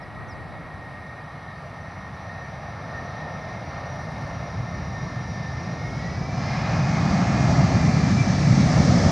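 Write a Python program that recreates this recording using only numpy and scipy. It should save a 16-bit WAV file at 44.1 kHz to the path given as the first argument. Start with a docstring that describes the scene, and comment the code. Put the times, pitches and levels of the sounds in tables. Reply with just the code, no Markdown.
"""Jet engines whine over a low rumble as a twin-engine airliner, just landed, rolls towards the listener.
A small bird chirps twice at the start; a light breeze puffs on the microphone and stirs the grass.
Fan and compressor blades radiate tones, which rise as the shafts spool up after five seconds; reverse
thrust then swells the turbulent exhaust into a deep roar and a bright hiss, with three faint high ticks.
One straight path sets spreading, air absorption and Doppler shift; gusts and the ground colour the sound."""
import sys
import numpy as np
from scipy import signal
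from scipy.fft import rfft, irfft, next_fast_len
from scipy.io import wavfile
from scipy.ndimage import uniform_filter1d, map_coordinates

SR = 44100
rng = np.random.default_rng(int(sys.argv[2]) if len(sys.argv) > 2 else 0)


def to_wav(s):
    """Save 16-bit WAV."""
    ch = np.atleast_2d(s).T  # columns
    pcm = np.round(np.clip(ch, -1, 1) * 32767)  # PCM
    wavfile.write(sys.argv[1], SR, pcm.astype(np.int16))


N = 401751
TIME = np.arange(N) / SR
SPEED_M_PER_S, OFFSET_M, ABEAM_S = 56, 148, 8.64  # the aircraft draws level, OFFSET_M away, at ABEAM_S
REFERENCE_M, SOUND_M_PER_S = 300, 343
DOORS_OPEN_S, THRUST_BUILDS_S = (6.24, 6.56), (5.85, 7.47)  # reverse thrust: start, end


def amp(db):
    """Amplitude ratio of a level in decibels."""
    return np.exp(np.asarray(db) * (np.log(10) / 20))


def unit(x):
    """Normalisation to rms 1."""
    return x / np.sqrt(np.mean(x ** 2) + 1e-20)


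def steadied(x, seconds=0.16):
    """Division by the running rms, which leaves only the quick flutter."""
    power = np.abs(uniform_filter1d(x ** 2, size=int(seconds * SR)))
    return x / np.sqrt(power + 1e-12)


def along(points, hz):
    """Interpolation of a table's levels on a logarithmic frequency axis."""
    f, *columns = np.transpose(points)
    return np.squeeze([np.interp(np.log(hz + 1), np.log(f + 1), column) for column in columns])


def ramp(x, start, end):
    """A cubic step from 0 to 1."""
    u = np.clip((x - start) / (end - start), 0, 1)
    return u * u * (3 - 2 * u)


def bump(x, centre, width):
    """A smooth pulse of height 1, its width taken at half height."""
    return 1 - ramp(np.abs(x - centre), 0, width)


def wobble(rate):
    """Slow noise: a spline through rate random knots a second."""
    knots = rng.standard_normal(int(N * rate / SR) + 4)
    coarse = TIME[::16]
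    return np.interp(TIME, coarse, map_coordinates(knots, [coarse * rate]))


def filtered(x, response):
    """Linear filtering: the spectrum of x times a frequency response."""
    size = next_fast_len(N + SR // 4)
    return irfft(rfft(x, size) * response(np.fft.rfftfreq(size, 1 / SR)), size)[..., :N]


def roll(t=TIME):
    """A moving source at retarded time: distance/m, angle off the nose/degrees and Doppler factor."""
    mach = SPEED_M_PER_S / SOUND_M_PER_S
    x = SPEED_M_PER_S * (t - ABEAM_S)
    metres = (np.sqrt(x ** 2 + (1 - mach ** 2) * OFFSET_M ** 2) - mach * x) / (1 - mach ** 2)
    cosine = mach - x / metres
    return metres, np.degrees(np.arccos(cosine)), 1 / (1 - mach * cosine)


def spreading_db(metres):
    """Spherical spreading: level relative to that at the reference distance."""
    return 20 * np.log10(REFERENCE_M / metres)


def ground(hz, delay_s=0.002055, strength=0.29, fade_hz=2300):
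    """Interference of the direct sound with its inverted reflection off grass, which scatters treble."""
    bounce = strength * np.exp(-(hz / fade_hz) ** 4)
    return np.abs(1 - bounce * np.exp(-2j * np.pi * hz * delay_s))


def rush(spectrum, patchy_db, glide=0, air_db_per_m_khz2=.00145):
    """Turbulent noise of rms 1, coloured by air absorption and ground interference."""
    hz, t, noise = signal.stft(rng.standard_normal(N), SR, nperseg=2048)
    metres, _, doppler = roll(t)
    reverse = ramp(t, *THRUST_BUILDS_S)
    # with glide, the peaks sink with the Doppler factor under reverse thrust
    shift = (doppler / roll(THRUST_BUILDS_S[1])[2]) ** (glide * reverse)
    idle_db, reverse_db = along(spectrum, hz[:, None] / shift)
    absorbed_db = air_db_per_m_khz2 * metres * (hz[:, None] / 1000) ** 2
    colour = amp(idle_db * (1 - reverse) + reverse_db * reverse - absorbed_db) * ground(hz)[:, None]
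    colour /= np.linalg.norm(colour, axis=0)  # equal power in every frame
    patches = uniform_filter1d(rng.standard_normal(noise.shape), size=24, axis=0)
    patches = unit(uniform_filter1d(patches, size=5, axis=1))
    return unit(signal.istft(noise * colour * amp(patchy_db * patches), nperseg=2048)[1][:N])


def whine(hz, width_hz, fade_db, even=.5):
    """Random modulation of a blade tone of rms 1: uneven inflow broadens the line, gusts make it fade."""
    phase = 2 * np.pi * np.cumsum(hz) / SR
    a, b = wobble(width_hz), wobble(width_hz)
    tone = a * np.cos(phase) + b * np.sin(phase)
    tone /= (np.hypot(a, b) + 1e-6) ** even  # even = 1 leaves phase modulation alone
    return unit(tone * amp(fade_db * wobble(11)))


# Relative spectral densities of the engine noise bands: f/Hz, idle level/dB, reverse level/dB
RUMBLE_SPECTRUM = [(15, -50, -56), (30, -26, -32), (50, -7.5, -15), (73.4, -0.5, -4), (100, 1.5, -1.5),
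                   (126, 0, -1.5), (149, 1, 1.5), (189.8, -6.5, -2.5), (239, -17, -13), (327, -36, -36),
                   (600, -80, -77)]
CHURN_SPECTRUM = [(120, -38.5, -40), (198, -2.5, -1.5), (260, 0, .5), (317, -3, -5.5), (400, -4.5, -8),
                  (480, -3, -9.5), (604, -19.5, -19.5), (1000, -70, -69)]
ROAR_SPECTRUM = [(280, -38.5, -43.5), (433, -6, -11), (524, -0.5, -1.5), (660, 0, 2), (790, -1.5, -.5),
                 (960, -3, -4.5), (1150, -14, -14), (2500, -70, -70)]
RASP_SPECTRUM = [(700, -24, -24), (920, -2, -2), (1030, .5, .5), (1230, -.8, -.3), (1400, .3, 0),
                 (1500, -5, -5.5), (1760, -7, -5.5), (2090, -9.5, -10.5), (3000, -27, -28),
                 (6000, -75, -75)]
INTAKE_SPECTRUM = [(1000, -37, -40), (1510, -10, -7), (1716, 0.5, 1.5), (1950, 0, 4), (2370, 0, -1.5),
                   (2620, -5, -4.5), (3000, -11, -10.5), (3600, -24, -24), (6000, -71, -67)]
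HISS_SPECTRUM = [(1800, -43, -44), (2790, -14.5, -15), (3200, -10.5, -11), (3780, -6, -7.5),
                 (4400, -3.5, -3.5), (5360, 0, 0), (5940, 0.5, 0), (6600, -4.5, -3), (7300, -9, -7),
                 (8500, -13.5, -11.5), (10000, -19, -17.5), (12000, -26, -30)]
TEARING_SPECTRUM = [(2400, -25, -25), (3500, -2, -2), (4200, 0, 0), (5500, -10, -10), (8000, -40, -40)]
# Slow swells: t/s, upper-band level/dB (scaled for each band), churn level/dB, rumble level/dB
NOISE_SWELLS = [(0, .5, 2, -.5), (.45, -.5, 2.5, .5), (1.2, -1.8, -1.5, -1), (1.9, -1.8, -1, 0),
                (2.7, .8, -1, .3), (3.05, 3, 0, .3), (3.65, 2.3, -.5, -.7), (4.55, 0, 1, 2.2),
                (5.5, -1, -1.5, -.3), (5.75, -.8, 2.5, -1), (6.35, -.8, 0, -.5), (7, 1.8, 1, .5),
                (7.62, 2.8, 1.5, 1.3), (7.85, -2.2, .5, .3), (8.35, -2.5, -1.2, -.8), (8.65, -1.2, 0, 1.3),
                (8.82, 2.8, 2.5, 1.2), (9.11, 2.8, 2.5, -.5)]
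# Brief thumps and dips of the rumble: t/s, width/s, level change/dB
RUMBLE_THUMPS = [(4.48, .08, -4), (4.59, .07, 3.5), (6.82, .12, 3), (7.3, .1, -2), (7.6, .1, 2),
                 (7.7, .06, -3), (8.38, .12, -2), (8.52, .07, 4.5), (8.72, .06, -4), (8.97, .06, 2.5)]


def exhaust(sideways_db=2.3, opening_db=0.8):
    """Turbulent mixing: large eddies rumble, smaller ones roar, the finest hiss as reversers turn the jet."""
    metres, angle, _ = roll()
    near_db = spreading_db(metres)
    doors, thrust = ramp(TIME, *DOORS_OPEN_S), ramp(TIME, *THRUST_BUILDS_S)
    times, *columns = np.transpose(NOISE_SWELLS)
    high, middle, low = [np.interp(TIME, times, column) for column in columns]
    low += sum(db * bump(TIME, t, width) for t, width, db in RUMBLE_THUMPS)
    gusts = wobble(11)

    def gain(db, approach, doors_db, thrust_db, swell_db, gust_db=0):
        """Gains add in decibels: idle level, scaled spreading, doors, thrust, swell and gusts."""
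        steady_db = db + approach * near_db + doors_db * doors + thrust_db * thrust
        return amp(steady_db + swell_db + gust_db * gusts)

    rumble = gain(db=-32.5, approach=1.66, doors_db=0, thrust_db=4.9, swell_db=low)
    rumble *= steadied(rush(RUMBLE_SPECTRUM, patchy_db=0.45))
    churn = gain(db=-45.2, approach=1.04, doors_db=-2, thrust_db=12, swell_db=middle)
    churn *= rush(CHURN_SPECTRUM, patchy_db=0.8)
    roar = gain(db=-39.7, approach=0.66, doors_db=1.8, thrust_db=3.2, swell_db=1.1 * high, gust_db=0.28)
    roar *= rush(ROAR_SPECTRUM, patchy_db=0.79, glide=1.3)
    rasp = gain(db=-43.2, approach=0.42, doors_db=3.2, thrust_db=1.9, swell_db=.6 * high, gust_db=0.3)
    rasp *= rush(RASP_SPECTRUM, patchy_db=0.8)
    intake = gain(db=-49.5, approach=0.57, doors_db=8, thrust_db=0.4, swell_db=.35 * high, gust_db=0.53)
    intake *= rush(INTAKE_SPECTRUM, patchy_db=0.96)
    hiss = gain(db=-52.9, approach=1.4, doors_db=3.9, thrust_db=2.0, swell_db=.35 * high, gust_db=0.3)
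    hiss *= rush(HISS_SPECTRUM, patchy_db=0.94) * amp(sideways_db * ramp(angle, 62, 88))
    # air tears round the doors as they finish opening
    intake *= amp(opening_db * bump(TIME, DOORS_OPEN_S[1], .6))
    tearing = amp(-53) * bump(TIME, DOORS_OPEN_S[1], .26) * rush(TEARING_SPECTRUM, patchy_db=0.9)
    return rumble + churn + roar + rasp + intake + tearing + hiss


# Brief flares and fades of the tones: t/s, width/s, fan level change/dB, booster level change/dB
TONE_SURGES = [(1.52, .1, 6, 1), (1.66, .08, -4, 0), (2.31, .05, 6, 1), (2.4, .08, 6, 0), (2.6, .06, -5, 0),
               (2.98, .07, 8, 0), (3.22, .11, 5, 0), (3.57, .06, 0, 6), (4.98, .08, 4, 0),
               (5.45, .08, 5, 0), (5.7, .16, -2, -3), (5.9, .16, -3, 8.5), (6.06, .08, 6, 1),
               (6.26, .18, -5, -2), (6.93, .08, 6, 0), (7.4, .16, 4, 1), (7.66, .1, 7, 1), (7.8, .12, 0, 5),
               (8.06, .06, 0, 5), (8.2, .055, 0, 9.5), (8.32, .08, 0, 3), (8.62, .08, 0, 4)]


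def fans(booster_idle_hz=1815, settle_hz=57, settle_s=.64, rise_hz=410, spool_s=(5.47, 6.98)):
    """Blade-passing tones of each engine's fan and booster, whose shaft settles to idle, then spools up."""
    metres, angle, doppler = roll()
    near_db, spool = spreading_db(metres), ramp(TIME, *spool_s)
    booster_hz = doppler * (booster_idle_hz + settle_hz * np.exp(-TIME / settle_s) + rise_hz * spool)
    fan_hz = (.861 + .005 * spool) * booster_hz
    # directivity: both tones beam forwards and fade once the inlet has turned past
    fan_db = -47.1 + 0.25 * near_db - 1.2 * spool - 6 * ramp(angle, 60, 70)
    booster_db = -53.2 + 1.25 * near_db + .8 * spool - 6.5 * ramp(angle, 74, 90)
    for t, width, fan_surge_db, booster_surge_db in TONE_SURGES:
        surge = bump(TIME, t, width)
        fan_db += fan_surge_db * surge
        booster_db += booster_surge_db * surge
    near = amp(booster_db - 0.9) * whine(booster_hz, width_hz=36, fade_db=1.6, even=.75)
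    near += amp(fan_db - 0.8) * whine(fan_hz, width_hz=32, fade_db=1.9, even=.45)
    # the far engine turns slower and is hidden as the aircraft passes
    slower = .979 + .012 * np.sqrt(spool)
    hidden_db = 8 * ramp(TIME, *THRUST_BUILDS_S)
    far = amp(booster_db - 2.5 - hidden_db) * whine(slower * booster_hz, width_hz=20, fade_db=2.0)
    far += amp(fan_db - 7.5 - hidden_db) * whine(slower * fan_hz, width_hz=34, fade_db=1.5)
    # blades cutting turbulence put a broad skirt round the fan tone, and a broader one near its octave
    skirt = amp(fan_db - 4.5 - hidden_db) * whine(.99 * fan_hz, width_hz=170, fade_db=.8)
    octave = amp(fan_db - 16.5 + .6 * near_db) * whine(2.08 * fan_hz, width_hz=420, fade_db=1.0)
    return near + far + skirt + octave


# Further compressor stages, relative to the main tone: frequency ratio, idle level/dB, reverse level/dB
COMPRESSOR_STAGES = [(.665, -9, -14), (.73, -11, -9), (.94, -13, -7), (1.056, -19, -9), (1.126, -20, 0),
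                     (1.27, -31, -9)]


def compressors(idle_hz=4978, sag_hz_per_s=14.2, rise_hz=418, spool_s=(5.36, 6.84), air_db_per_m=0.0655):
    """Air absorption swallows the thin, high blade tones of the core until the aircraft comes near."""
    metres, angle, doppler = roll()
    spool, reverse = ramp(TIME, *spool_s), ramp(TIME, *THRUST_BUILDS_S)
    main_hz = doppler * (idle_hz - sag_hz_per_s * TIME + rise_hz * spool)
    lower_hz = (.879 - .021 * spool) * main_hz
    clear_db = air_db_per_m * (REFERENCE_M - metres)
    directivity_db = 2.5 * bump(angle, 20, 6) + 2.5 * ramp(angle, 48, 60) + 3.5 * ramp(angle, 68, 88)
    main_db = -57.3 + clear_db - 7 * np.sqrt(spool) + directivity_db
    lower_db = -62.2 + clear_db - 6 * reverse + 7.5 * bump(angle, 46, 11)
    scattered = .2 + .75 * np.sqrt(spool)

    def stage(hz):
        """Scattering by turbulence moves a share of a line's power into a wider band."""
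        line = np.sqrt(1 - scattered) * whine(hz, width_hz=40, fade_db=1.0)
        return line + np.sqrt(scattered) * whine(hz, width_hz=135, fade_db=1.2)

    tones = amp(main_db) * stage(main_hz) + amp(lower_db) * stage(lower_hz)
    for ratio, idle_db, reverse_db in COMPRESSOR_STAGES:
        stage_db = main_db + idle_db + (reverse_db - idle_db) * reverse ** 2
        tones += amp(stage_db) * whine(ratio * main_hz, width_hz=110, fade_db=1.5)
    return tones


# Chirps: onset t/s, duration/s, start f/Hz, end f/Hz, peak level/dB
BIRD_CHIRPS = [(.005, .052, 6100, 4300, -55), (0.264, .095, 6600, 4050, -51)]


def bird():
    """Frequency modulation: each short whistle sweeps down, swelling in the middle."""
    song = np.zeros(N)
    for t, duration, start_hz, end_hz, db in BIRD_CHIRPS:
        progress = np.clip((TIME - t) / duration, 0, 1)
        hz = start_hz + (end_hz - start_hz) * progress + 80 * wobble(300)
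        song += amp(db) * np.sin(np.pi * progress) ** 2 * np.sin(2 * np.pi * np.cumsum(hz) / SR)
    return song


# Puffs of breeze: t/s, width/s, level/dB
BREEZE_PUFFS = [(.4, 0.83, -45), (6.15, 0.78, -47.5)]
# Relative spectral density of the buffeting: f/Hz, level/dB
BUFFET_SPECTRUM = [(15, -22), (35, -8.5), (70, 2.5), (120, 1), (200, -11), (350, -16), (800, -37.5),
                   (2000, -80)]


def breeze(calm_db=-64):
    """Turbulent pressure fluctuations buffet each microphone port with its own low, lumpy noise."""
    strength = amp(calm_db) + sum(amp(db) * bump(TIME, t, width) for t, width, db in BREEZE_PUFFS)
    eddies = unit(filtered(rng.standard_normal((2, N)), lambda hz: amp(along(BUFFET_SPECTRUM, hz))))
    return strength * amp(2.5 * wobble(12)) * eddies


# Rustles of grass in the breeze: t/s, width/s, level/dB
GRASS_RUSTLES = [(.35, .25, -74), (.9, .25, -75), (1.7, .3, -75), (4.1, .45, -68.5), (5.2, .3, -76),
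                 (5.9, .16, -71)]
# Relative spectral density of the rustling: f/Hz, level/dB
GRASS_SPECTRUM = [(4000, -30), (7000, -4), (9000, 0), (11500, -6)]


def grass(grain_db=3):
    """Rapid amplitude modulation makes treble noise grainy, like grass stirring close to each port."""
    strength = sum(amp(db) * bump(TIME, t, width) for t, width, db in GRASS_RUSTLES)
    blades = rng.standard_normal((2, N)) * amp(grain_db * wobble(120))
    return strength * unit(filtered(blades, lambda hz: amp(along(GRASS_SPECTRUM, hz))))


# Faint ticks above the hiss: t/s, width/s, f/Hz, peak level/dB
HIGH_TICKS = [(7.115, .01, 9500, -60), (7.512, .004, 10700, -53), (8.11, .006, 10500, -57)]


def ticks(jitter_hz=900):
    """Tone bursts with jittering phase, so brief that they are heard as tiny, very high ticks."""
    return sum(amp(db) * bump(TIME, t, width) * np.sin(2 * np.pi * hz * TIME + wobble(jitter_hz))
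               for t, width, hz, db in HIGH_TICKS)


# Response of the surroundings, relative to the direct sound: f/Hz, level/dB
ECHO_RESPONSE = [(30, -31), (150, -34.5), (300, -39), (600, -32.5), (900, -12.5), (1180, -27), (1500, -19),
                 (1950, -39), (2500, -36), (3300, -49), (10000, -38)]


def echo(direct, delay_s=.13):
    """Reflection from the surroundings returns a faint, late, coloured copy of the sound."""
    return filtered(direct, lambda hz: amp(along(ECHO_RESPONSE, hz)) * np.exp(-2j * np.pi * hz * delay_s))


def scene():
    """Superposition: the aircraft is alike in both channels, its echo from the side in opposite phase."""
    aircraft = exhaust() + fans() + compressors()
    side = echo(aircraft)
    return np.array([aircraft + side, aircraft - side]) + bird() + ticks() + grass() + breeze()


# Relative spectral density of the microphone's own hiss: f/Hz, level/dB
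SELF_NOISE_SPECTRUM = [(4120, -32), (7000, -4), (9590, 0.5), (11300, -3.5), (11800, -7), (15300, -37),
                       (22000, -120)]


def record(dry, low_cut_hz=36, top_hz=11950):
    """Self-noise and band limiting: the microphone adds hiss, thins the deepest bass and cuts the top."""
    hiss = amp(-73.5) * unit(filtered(rng.standard_normal(N), lambda hz: amp(along(SELF_NOISE_SPECTRUM, hz))))
    low_cut = lambda hz: hz ** 3 / np.hypot(hz ** 3, low_cut_hz ** 3)
    return filtered(dry + hiss, lambda hz: low_cut(hz) * (hz < top_hz))


dry = scene()
out = record(dry)
to_wav(out)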